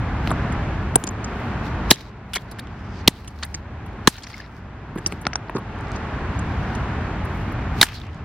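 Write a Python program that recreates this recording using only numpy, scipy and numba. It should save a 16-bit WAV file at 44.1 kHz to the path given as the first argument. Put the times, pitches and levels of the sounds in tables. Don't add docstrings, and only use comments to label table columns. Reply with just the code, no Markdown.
import sys
import numpy as np
from scipy import signal
from scipy.fft import rfft, irfft
from scipy.io import wavfile
from scipy.ndimage import uniform_filter1d
from numba import njit

SR = 44100
rng = np.random.default_rng(int(sys.argv[2]) if len(sys.argv) > 2 else 0)


def store_pcm(level_fs):
    pcm = np.round(np.clip(level_fs, -1, 1) * 32767).astype(np.int16)
    wavfile.write(sys.argv[1], SR, np.atleast_2d(pcm).T)


N = 363384

# (frequency [Hz], relative level [dB], t60 [s])
CASE_MODES = [(667, -2, 0.013), (907, -1.5, 0.024), (1830, -2.5, 0.027), (3030, -9, 0.027),
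              (3830, -2, 0.016), (5200, -7, 0.016)]
# (time [s], level [dB], first crack pitch [Hz], last crack pitch [Hz], ground thud [dB], treble [dB],
#  case ring trim [dB], shards [dB], lean to the right [ratio], contact [s])
BLOWS = [(1.9102, 14.5, 2493, 4117, 2.5, -14, -4.5, -18, 0.18, 0.0047),
         (3.0761, 13, 2760, 4214, 4.5, -12.5, -13, -24, 0.22, 0.0055),
         (4.0733, 15.5, 4473, 965, 6, -28, -7, -17.5, 0.29, 0.0044),
         (7.813, 14.5, 3890, 3760, -15.5, -16, -13, -22, 0.18, 0.00353),
         (7.8282, 10.5, 2800, 1520, -11, -17, -5.5, -16, 0.24, 0.0029)]


def blows():
    let_go_s, thud_hz, thud_t60_s = .0004, 350, .015
    thud_sag_s = .0066
    crack_wobble, crack_noise_db = .5, -7
    out, t = np.zeros((2, N)), np.arange(4000) / SR
    for s, db, first_hz, last_hz, thud_db, treble_db, ring_db, shards_db, lean, touch in BLOWS:
        noise = rng.standard_normal((5, len(t)))
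        late = np.maximum(t - touch, 0)
        contact = np.clip(t / .0017, 0, 1) * np.exp(-late / let_go_s)

        hz = first_hz * (last_hz / first_hz) ** np.minimum(t / (.65 * touch), 1)
        hz = hz * (1 + crack_wobble * band(noise[0], 110, 2800))
        crack = np.sin(2 * np.pi * np.cumsum(hz) / SR)
        crack = crack + level(band(noise[1], 1100, 5900), crack_noise_db)
        crack = contact * (crack + level(band(noise[2], 5100, 21000), treble_db))

        thud_phase = 2 * np.pi * thud_hz * thud_sag_s * (1 - np.exp(-late / thud_sag_s))
        thud = -undb(thud_db) * np.sin(thud_phase) * decay(late, thud_t60_s)

        case = np.zeros(len(t))
        for mode_hz, mode_db, t60 in CASE_MODES:
            rattle = band(rng.standard_normal(len(t)), mode_hz / 1.117, mode_hz * 1.1)
            case += undb(mode_db + ring_db) * level(rattle, -3.8) * decay(late, t60)

        settle = grit(len(t), 1.8) * decay(t, .07)
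        shards = level(band(noise[3], 910, 11000), shards_db) * settle
        spray = level(band(noise[4], 1500, 21000), -20.5) * (contact + undb(shards_db + 19) * settle)
        side = spray - lean * band(crack + case + thud, 300, 1700)
        add(out, s, undb(db) * np.array([crack + case + thud + shards, side]))
    return out


# (time [s], nominal t60 [s], thump [dB], knock [dB], knock pitch [Hz], treble [dB], treble pitch [Hz])
TAPS = [(0.2753, 0.0049, -24.5, -43, 1860, -62, 11700), (0.305, 0.0093, -23, -28, 950, -52, 10000),
        (0.3147, 0.012, -20, -43, 950, -52, 8000), (0.521, 0.021, -30, -36.5, 1930, -61, 7900),
        (0.9567, 0.011, -9.5, -29.5, 3700, -20.5, 8750), (1.038, 0.018, -23, -43, 6900, -49, 9350),
        (1.069, 0.028, -33, -39, 5000, -52, 5600), (1.073, 0.009, -30, -49, 1000, -45, 6800),
        (1.089, 0.0099, -33, -48, 990, -46, 6460), (1.109, 0.011, -33, -51, 1200, -62, 13000),
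        (1.242, 0.022, -50, -56, 933, -50, 5960), (1.903, 0.053, -23, -24.5, 2890, -34, 6330),
        (1.9062, 0.012, -19.5, -25.5, 2840, -31, 6050), (1.925, 0.012, -23, -17, 4060, -34, 10900),
        (1.928, 0.012, -34, -24, 4070, -38, 10500), (1.935, 0.04, -35.5, -21, 3290, -41, 5400),
        (2.333, 0.038, -41, -17, 3220, -50, 6300), (2.337, .029, -40.5, -22, 3300, -33.5, 12200),
        (2.351, 0.04, -34, -20.5, 4450, -35, 8300), (2.358, 0.014, -35, -14.5, 3530, -48, 7300),
        (2.364, 0.02, -40, -13.5, 2070, -42, 5900), (2.512, 0.031, -54, -36, 4360, -47, 11700),
        (2.517, 0.034, -42, -35, 1190, -63, 5180), (2.585, 0.031, -40, -26.5, 1885, -53, 9100),
        (2.593, 0.02, -43.5, -26, 3980, -44.5, 12600), (2.671, 0.0093, -41, -38, 3090, -69, 6600),
        (3.245, .015, -51.5, -36, 2800, -56.5, 11100), (3.275, 0.028, -36, -30.5, 3000, -43.5, 7570),
        (3.427, 0.022, -47.5, -19, 1780, -48, 5330), (3.4311, 0.023, -37, -15.5, 4260, -46, 7300),
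        (3.445, 0.027, -54, -29, 1900, -42, 11900), (3.542, 0.025, -30, -23.5, 2100, -35, 5440),
        (3.86, 0.022, -49, -35, 990, -57.5, 12500), (4.18, 0.03, -59, -28.5, 1700, -46.5, 5200),
        (4.223, .021, -45, -42, 4280, -55, 6500), (4.232, 0.033, -54, -24, 4700, -49, 5900),
        (4.268, 0.01, -36, -23.5, 1880, -50, 5650), (4.299, 0.023, -47, -29.5, 1900, -53, 6400),
        (4.34, 0.02, -43, -32, 2030, -54, 5100), (4.4, 0.015, -36, -33, 1690, -48.5, 5200),
        (4.955, 0.024, -17, -60.5, 1000, -54, 13100), (4.974, 0.038, -28, -30.5, 1860, -55, 12760),
        (4.983, 0.02, -27, -30, 1930, -52, 7950), (5.062, 0.0081, -15, -22.5, 3020, -26, 5770),
        (5.067, 0.022, -24, -24.5, 5140, -37, 8900), (5.116, 0.045, -28.5, -56, 1710, -57, 8000),
        (5.123, 0.005, -27.5, -44.5, 1230, -49, 7950), (5.212, 0.033, -63, -48, 960, -52, 11100),
        (5.2535, 0.0073, -24.5, -32, 2130, -57, 5200), (5.2673, 0.0043, -15, -10.5, 1310, -43, 5530),
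        (5.333, 0.012, -48, -25, 1390, -47.5, 5560), (5.356, 0.0052, -19.5, -23, 1400, -34.5, 5470),
        (5.497, 0.006, -26, -31, 940, -57, 12700), (5.5478, 0.021, -16, -40, 1040, -62, 5150),
        (5.558, 0.029, -19, -44.5, 1020, -56, 5950), (5.564, 0.02, -28, -22, 1040, -60, 3570),
        (5.581, 0.023, -25.5, -28, 1000, -58, 11700), (5.959, 0.025, -31, -40, 1020, -58, 5450),
        (6.39, 0.02, -36, -41, 1036, -57.5, 7500), (6.749, 0.027, -45, -39.5, 2600, -60.5, 7270),
        (7.249, 0.026, -46, -46.5, 1000, -61.5, 12300), (7.521, 0.015, -31, -49, 1000, -63, 12550),
        (7.8253, 0.023, -23, -10.5, 3900, -30, 5950)]


def taps():
    octaves_per_s, treble_side_db, thump_side = 34, 19, .06
    out, t = np.zeros((2, N)), np.arange(3500) / SR
    for s, t60, thump_db, knock_db, hz, treble_db, treble_hz in TAPS:
        t60 = max(t60, .004)
        half = 2 ** (np.clip(octaves_per_s * t60, .2, 2) / 2)
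        push = (1 - np.exp(-t / (.14 * t60))) ** 2 * decay(t, t60)
        noise = rng.standard_normal((6, len(t))) * push * grit(len(t), 1.6)

        push_low = noise[0] * 1000. ** (.35 * t / t60)
        thump = band(push_low, 110, 460) + min(.0044 / t60, .6) * band(push_low, 380, 1100)
        thump = level(thump, thump_db, span=340)

        tick = band(noise[2] * decay(1.5 * t, t60), hz / 3, hz * 1.56)
        knock = band(noise[1], hz / 1.15, hz * 1.118) + 1.6 * tick
        knock = level(knock, knock_db, span=340)

        treble, across = band(band(noise[3:5], treble_hz / half, treble_hz * half), 3400, 14500)
        treble = level(treble, treble_db, span=340)
        across = level(across, treble_db + treble_side_db, span=340)
        across = across + level(band(noise[5], 2000, 6000), knock_db - 17.5, span=340)
        add(out, s - .0005, np.array([thump + knock + treble, across - thump_side * thump]))
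    return out


# (frequency [Hz], relative level [dB], t60 [s])
STEEL_MODES = [(4450, 5, 0.012), (5650, 11.5, 0.015), (8940, -5, 0.045)]
# (time [s], level [dB], lift of the top mode [dB])
STEEL_TAPS = [(5.066, -28, 12), (5.2688, -30, 1), (5.333, -36.5, -24), (5.357, -22, -7)]


def steel():
    out, t = np.zeros((2, N)), np.arange(3000) / SR
    for s, db, top_db in STEEL_TAPS:
        ring = np.zeros(len(t))
        for (hz, mode_db, t60), lift_db in zip(STEEL_MODES, [0, 0, top_db]):
            ring += undb(mode_db + lift_db) * np.sin(2 * np.pi * hz * t) * decay(t, t60)
        onset = np.clip(t / .00046, 0, 1)
        add(out, s, undb(db) * ring * onset * grit(len(t), 2.0) * [[1], [1.1]])
    return out


# (time [s], peak level [dB], lowest [Hz], highest [Hz])
CLICKS = [(.2742, -11, 600, 3600), (.306, -24, 2500, 4000), (.3142, -10, 500, 1600), (.9568, -6, 400, 4500),
          (1.0392, -14, 500, 5000), (1.0688, -24, 4000, 10000), (1.0755, -17, 500, 3500),
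          (2.335, -9, 1800, 12000), (2.3395, -14, 2000, 12000), (2.3517, -9, 800, 14000),
          (2.3562, -9, 3000, 12000), (2.359, -4, 400, 4500), (2.3617, -2, 450, 5000),
          (2.3645, -8, 350, 3000), (2.3675, -7, 400, 2800), (2.3705, -14, 3000, 7000),
          (2.513, -33, 4000, 14000), (2.518, -32, 3500, 14000), (2.587, -30, 3000, 14000),
          (2.594, -20, 900, 7000), (3.4272, -13, 1100, 4500), (3.4322, -5, 500, 6500),
          (3.4345, -10, 450, 4000), (3.444, -20, 2500, 7000), (3.438, -24, 700, 3000),
          (3.544, -26, 800, 4000), (4.2695, -18, 900, 3000), (4.2335, -19, 2500, 7000),
          (4.2375, -18, 2500, 7000), (4.241, -19, 1800, 4000), (4.246, -20, 1500, 4000),
          (4.2735, -19, 3300, 5000), (4.385, -24, 1200, 5500), (4.4125, -20, 1500, 3000),
          (5.0624, -7, 400, 6500), (5.083, -25, 3800, 7000), (5.1236, -6, 600, 2800),
          (5.2533, -10, 600, 3500), (5.2683, 3.5, 800, 4200), (5.3322, -9, 1300, 3200),
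          (5.3572, -6, 500, 4000), (5.4845, -33, 2800, 5000), (5.4961, -10, 600, 2100),
          (5.5695, -22, 2200, 4500), (5.789, -40, 4000, 10000), (5.8095, -34, 3800, 10000),
          (5.8715, -32, 2500, 5500), (5.883, -36, 3000, 7000), (5.918, -24, 3200, 8000),
          (5.958, -32, 3000, 5500), (7.8275, -1, 2500, 5500), (7.867, -14, 1200, 3500),
          (7.871, -14, 900, 3000), (7.891, -17, 1200, 3500), (8.017, -22, 3000, 4500),
          (8.037, -23, 500, 3200), (8.068, -30, 3000, 7000), (8.146, -30, 3000, 7500)]


def clicks():
    out = np.zeros((2, N))
    for s, db, lo_hz, hi_hz in CLICKS:
        push, chance = np.zeros(600), rng.random(2)
        push[0] = 1
        push[int(12 + 14 * chance[0])] = -.5
        push[int(34 + 24 * chance[1])] = .3
        snap = band(band(push, lo_hz, hi_hz), lo_hz / 4, hi_hz * 1.6)
        add(out, s, undb(db) * snap / np.abs(snap).max() * [[1], [.15]])
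    return out


# (time [s], pitch [Hz], level [dB], length [s])
PINGS = [(.956, 9600, -10, .0035), (.9565, 7500, -14, 0.004), (1.0385, 7100, -18, 0.0037),
         (1.0385, 9800, -24, .004), (1.069, 5000, -28, .005), (1.0745, 6900, -29, 0.0034),
         (1.93, 4040, -5, 0.0046), (4.15, 3900, -30, .004), (4.154, 3870, -25, .007),
         (4.174, 4100, -26, .005), (4.221, 3280, -23, 0.0044), (4.222, 4200, -33, .004),
         (4.27, 5600, -22, .005), (4.31, 4700, -31, .006), (4.34, 2150, -15, 0.008),
         (4.4005, 1800, -14, 0.006), (2.38, 3400, -20, .006), (7.95, 4300, -28, .005),
         (7.968, 4600, -31, .005), (8.014, 3600, -33, .006)]


def pings():
    out, t = np.zeros((2, N)), np.arange(800) / SR
    for s, hz, db, length in PINGS:
        waver = 1 + .034 * level(band(rng.standard_normal(len(t)), 100, 600), 0)
        swell = np.sin(np.pi * np.clip(t / length, 0, 1) ** .92)
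        note = np.sin(2 * np.pi * np.cumsum(hz * waver) / SR) * swell
        add(out, s, undb(db) * note * [[1], [.3]])
    return out


# (start [s], end [s], level [dB], ring pitch [Hz], low body relative to the ring [dB])
SLIDES = [(1.953, 2.016, -46, 3500, 11), (2.344, 2.367, -28, 2500, 5.5), (2.364, 2.41, -46, 3980, 1),
          (3.089, 3.193, -41.5, 3900, -11), (3.423, 3.447, -28, 3570, 2.5), (4.127, 4.194, -35.5, 3780, 2),
          (4.229, 4.256, -34.5, 5300, 3), (4.291, 4.376, -37.5, 4650, 3.5),
          (4.367, 4.468, -42.5, 4520, 7.5), (7.845, 7.94, -37, 2740, 4), (7.936, 7.991, -34, 4340, -10),
          (7.988, 8.024, -42.5, 3770, -11), (8.03, 8.1, -42, 2670, -8)]


def slides():
    out, t = np.zeros((2, N)), np.arange(4800) / SR
    for start, end, db, hz, body_db in SLIDES:
        span = int((end - start) * SR)
        edges = np.clip(np.minimum(t, end - start - t) / .0095, 0, 1)
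        noise = rng.standard_normal((3, len(t))) * grit(len(t), 3.5) * edges
        ring = level(band(noise[:2], hz / 1.346, hz * 1.15), 0, span) * [[1], [.5]]
        body = level(band(noise[2], 910, 2400), body_db, span) * [[1], [.2]]
        add(out, start, undb(db) * (ring + body))
    return out


# (start of hold [s], hold [s], scrape [dB], treble [dB], pitch where the pieces resonate [Hz])
RUSTLES = [(.26, 0.051, -35, -40, 3440), (.98, 0.052, -57, -34, 3410), (1.33, 0.13, -62, -45, 3570),
           (1.63, 0.029, -38.5, -47, 3455), (1.87, .02, -50, -58, 3640), (1.94, 0.071, -19.5, -27.5, 3610),
           (2.34, 0.068, -33.5, -32, 4170), (2.46, 0.4, -39, -54.5, 3935), (2.86, 0.13, -30.5, -66, 4910),
           (3.12, 0.083, -26, -29, 3985), (3.26, 0.3, -35, -38.5, 4134), (3.87, 0.16, -50, -53, 3903),
           (4.11, 0.074, -19, -22, 3974), (4.28, 0.11, -22, -29, 4614), (4.44, 0.13, -36, -41, 4730),
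           (5.06, 0.054, -30, -34, 4285), (5.945, 0.02, -36, -55, 4500), (6.33, 0.42, -45, -56, 3310),
           (7.3, 0.21, -57, -50, 2772), (7.84, 0.011, -15, -16, 2396), (7.87, 0.071, -19, -26, 3200),
           (7.945, 0.03, -27, -30, 4210), (8.01, 0.15, -37, -51, 3010)]


def rustle():
    rise_db_s, fall_db_s = np.array([300, 350]), np.array([150, 220])
    rest_db = np.array([-55, -74])
    t, gain = np.arange(N) / SR, undb(rest_db)[:, None]
    for s, hold, scrape_db, treble_db, _ in RUSTLES:
        before, after = np.maximum(s - t, 0), np.maximum(t - s - hold, 0)
        fade_db = np.outer(rise_db_s, before) + np.outer(fall_db_s, after)
        gain = np.maximum(gain, undb(np.array([[scrape_db], [treble_db]]) - fade_db))
    noise = rng.standard_normal((2, 2, N)) * grit(N, 2.8) * undb(2.5 * walk(37))
    hz = curve(*np.transpose(RUSTLES)[[0, -1]])
    scrape = np.array([svf(x, hz, .14) for x in noise[0]]) + band(noise[0], 1300, 5500)
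    scrape = level(scrape, -14.0) * gain[0] * undb([[0], [-3]])
    treble = level(band(noise[1], 4300, 16000), -20.5) * gain[1] * undb([[0], [1]])
    return scrape + treble


# (frequency [Hz], relative density [dB per Hz])
WASH = [(120, -26), (200, 1.5), (291, -3.5), (422, -5), (495, -9.5), (772, -6), (1600, -10.5),
        (2540, -19.5), (6290, -43.5), (12800, -68), (14000, -67)]
# (frequency [Hz], relative density [dB per Hz])
RUMBLE = [(13, -24.5), (22, -21.5), (48, 1.5), (103, 2), (124, -0.5), (151, -4.5), (187, -6), (300, -16.5),
          (390, -38), (660, -120)]
# (time [s], relative level [dB])
RUMBLE_SWELL = [(0, -23), (.5, -20), (1.0, -23), (1.3, -26), (1.8, -24.5), (2.3, -23.5), (2.9, -22),
                (3.6, -24.5), (4.2, -24), (5.1, -22), (5.5, -28), (6.0, -24.5), (6.5, -23), (7.5, -24),
                (8.24, -23)]
# (time [s], pitch [Hz], level [dB])
HUM = [(3.2, 76.4, -79), (3.35, 73.4, -21), (3.8, 77.1, -26), (4.0, 76, -58)]


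def traffic():
    s, hz, db = np.transpose(HUM)
    hum = undb(curve(s, db)) * np.sin(2 * np.pi * np.cumsum(curve(s, hz)) / SR)
    rumble_db = curve(*np.transpose(RUMBLE_SWELL)) + .44 * walk(1.7)
    rumble = coloured(RUMBLE, -2.1) * undb(rumble_db)
    wash = coloured(WASH, -31) * undb(.97 * walk(3.34))
    return rumble + wash + np.array([hum, 0 * hum])


# (frequency [Hz], side minus mid [dB])
WIDTH = [(60, -42.5), (110, -42), (200, -35), (380, -16.5), (700, -15), (1290, -11), (2380, -6),
         (4400, -0.5), (8120, 9), (15000, 13.5)]


def coloured(table, db):
    hz = np.maximum(np.fft.rfftfreq(N, 1 / SR), 1)
    gains = undb(on_log(table, hz) + np.array([0 * hz, on_log(WIDTH, hz)]))
    noise = irfft(rfft(rng.standard_normal((2, N))) * gains, N)
    return noise * undb(db) / np.sqrt(np.mean(noise[0] ** 2))


def grit(count, scatter_db):
    sizes = undb(scatter_db * (rng.exponential(size=count // 50 + 1) - 1.0))
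    return uniform_filter1d(sizes.repeat(50)[:count], size=30)


def walk(rate):
    k = int(SR / rate)
    steps = np.repeat(rng.standard_normal(N // k + 1), k)
    return level(uniform_filter1d(uniform_filter1d(steps, k), k)[:N], 0)


@njit
def svf(x, hz, damp):
    y, b, l = np.empty(len(x)), 0., 0.
    for i in range(len(x)):
        g = np.tan(np.pi * hz[i] / SR)
        v = (b + g * (x[i] - l)) / (1 + g * (g + damp))
        b, l, y[i] = 2 * v - b, l + 2 * g * v, damp * v
    return y


def decay(t, t60):
    return 1000. ** (-t / t60)


def undb(db):
    return 10 ** (np.asarray(db) / 20)


def curve(s, values):
    return np.interp(np.arange(N) / SR, s, values)


def on_log(table, hz):
    table_hz, values = np.transpose(table)
    return np.interp(np.log(hz), np.log(table_hz), values)


def band(x, lo_hz, hi_hz):
    return signal.sosfilt(signal.butter(3, [lo_hz, min(hi_hz, .45 * SR)], "band", fs=SR, output="sos"), x)


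def level(x, db, span=None):
    return x * undb(db) / np.sqrt(np.mean(x[..., :span] ** 2))


def add(out, s, sound):
    i = int(s * SR)
    out[:, i:i + sound.shape[1]] += sound[:, :N - i]


def scene():
    mid, side = blows() + taps() + steel() + clicks() + pings() + slides() + rustle() + traffic()
    return np.array([mid + side, mid - side])


@njit
def ride(x, top, attack, fall):
    gain, e = np.empty(len(x)), top
    for i in range(len(x)):
        if x[i] > e:
            e = e + (x[i] - e) * attack
        else:
            e = max(e * fall, top)
        gain[i] = top / e
    return gain


def record(dry):
    gain_top, attack_s, rise_db_s = .64, .005, 7.5
    top_hz, ceiling = 15800, .92
    peaks = np.abs(dry).max(axis=0)
    gain = ride(peaks, gain_top, 1 / (attack_s * SR), float(undb(-rise_db_s / SR)))
    clipped = np.clip(dry * gain, -ceiling, ceiling)
    return signal.sosfilt(signal.ellip(10, .2, 80, top_hz, fs=SR, output="sos"), clipped)


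dry = scene()
out = record(dry)
store_pcm(out)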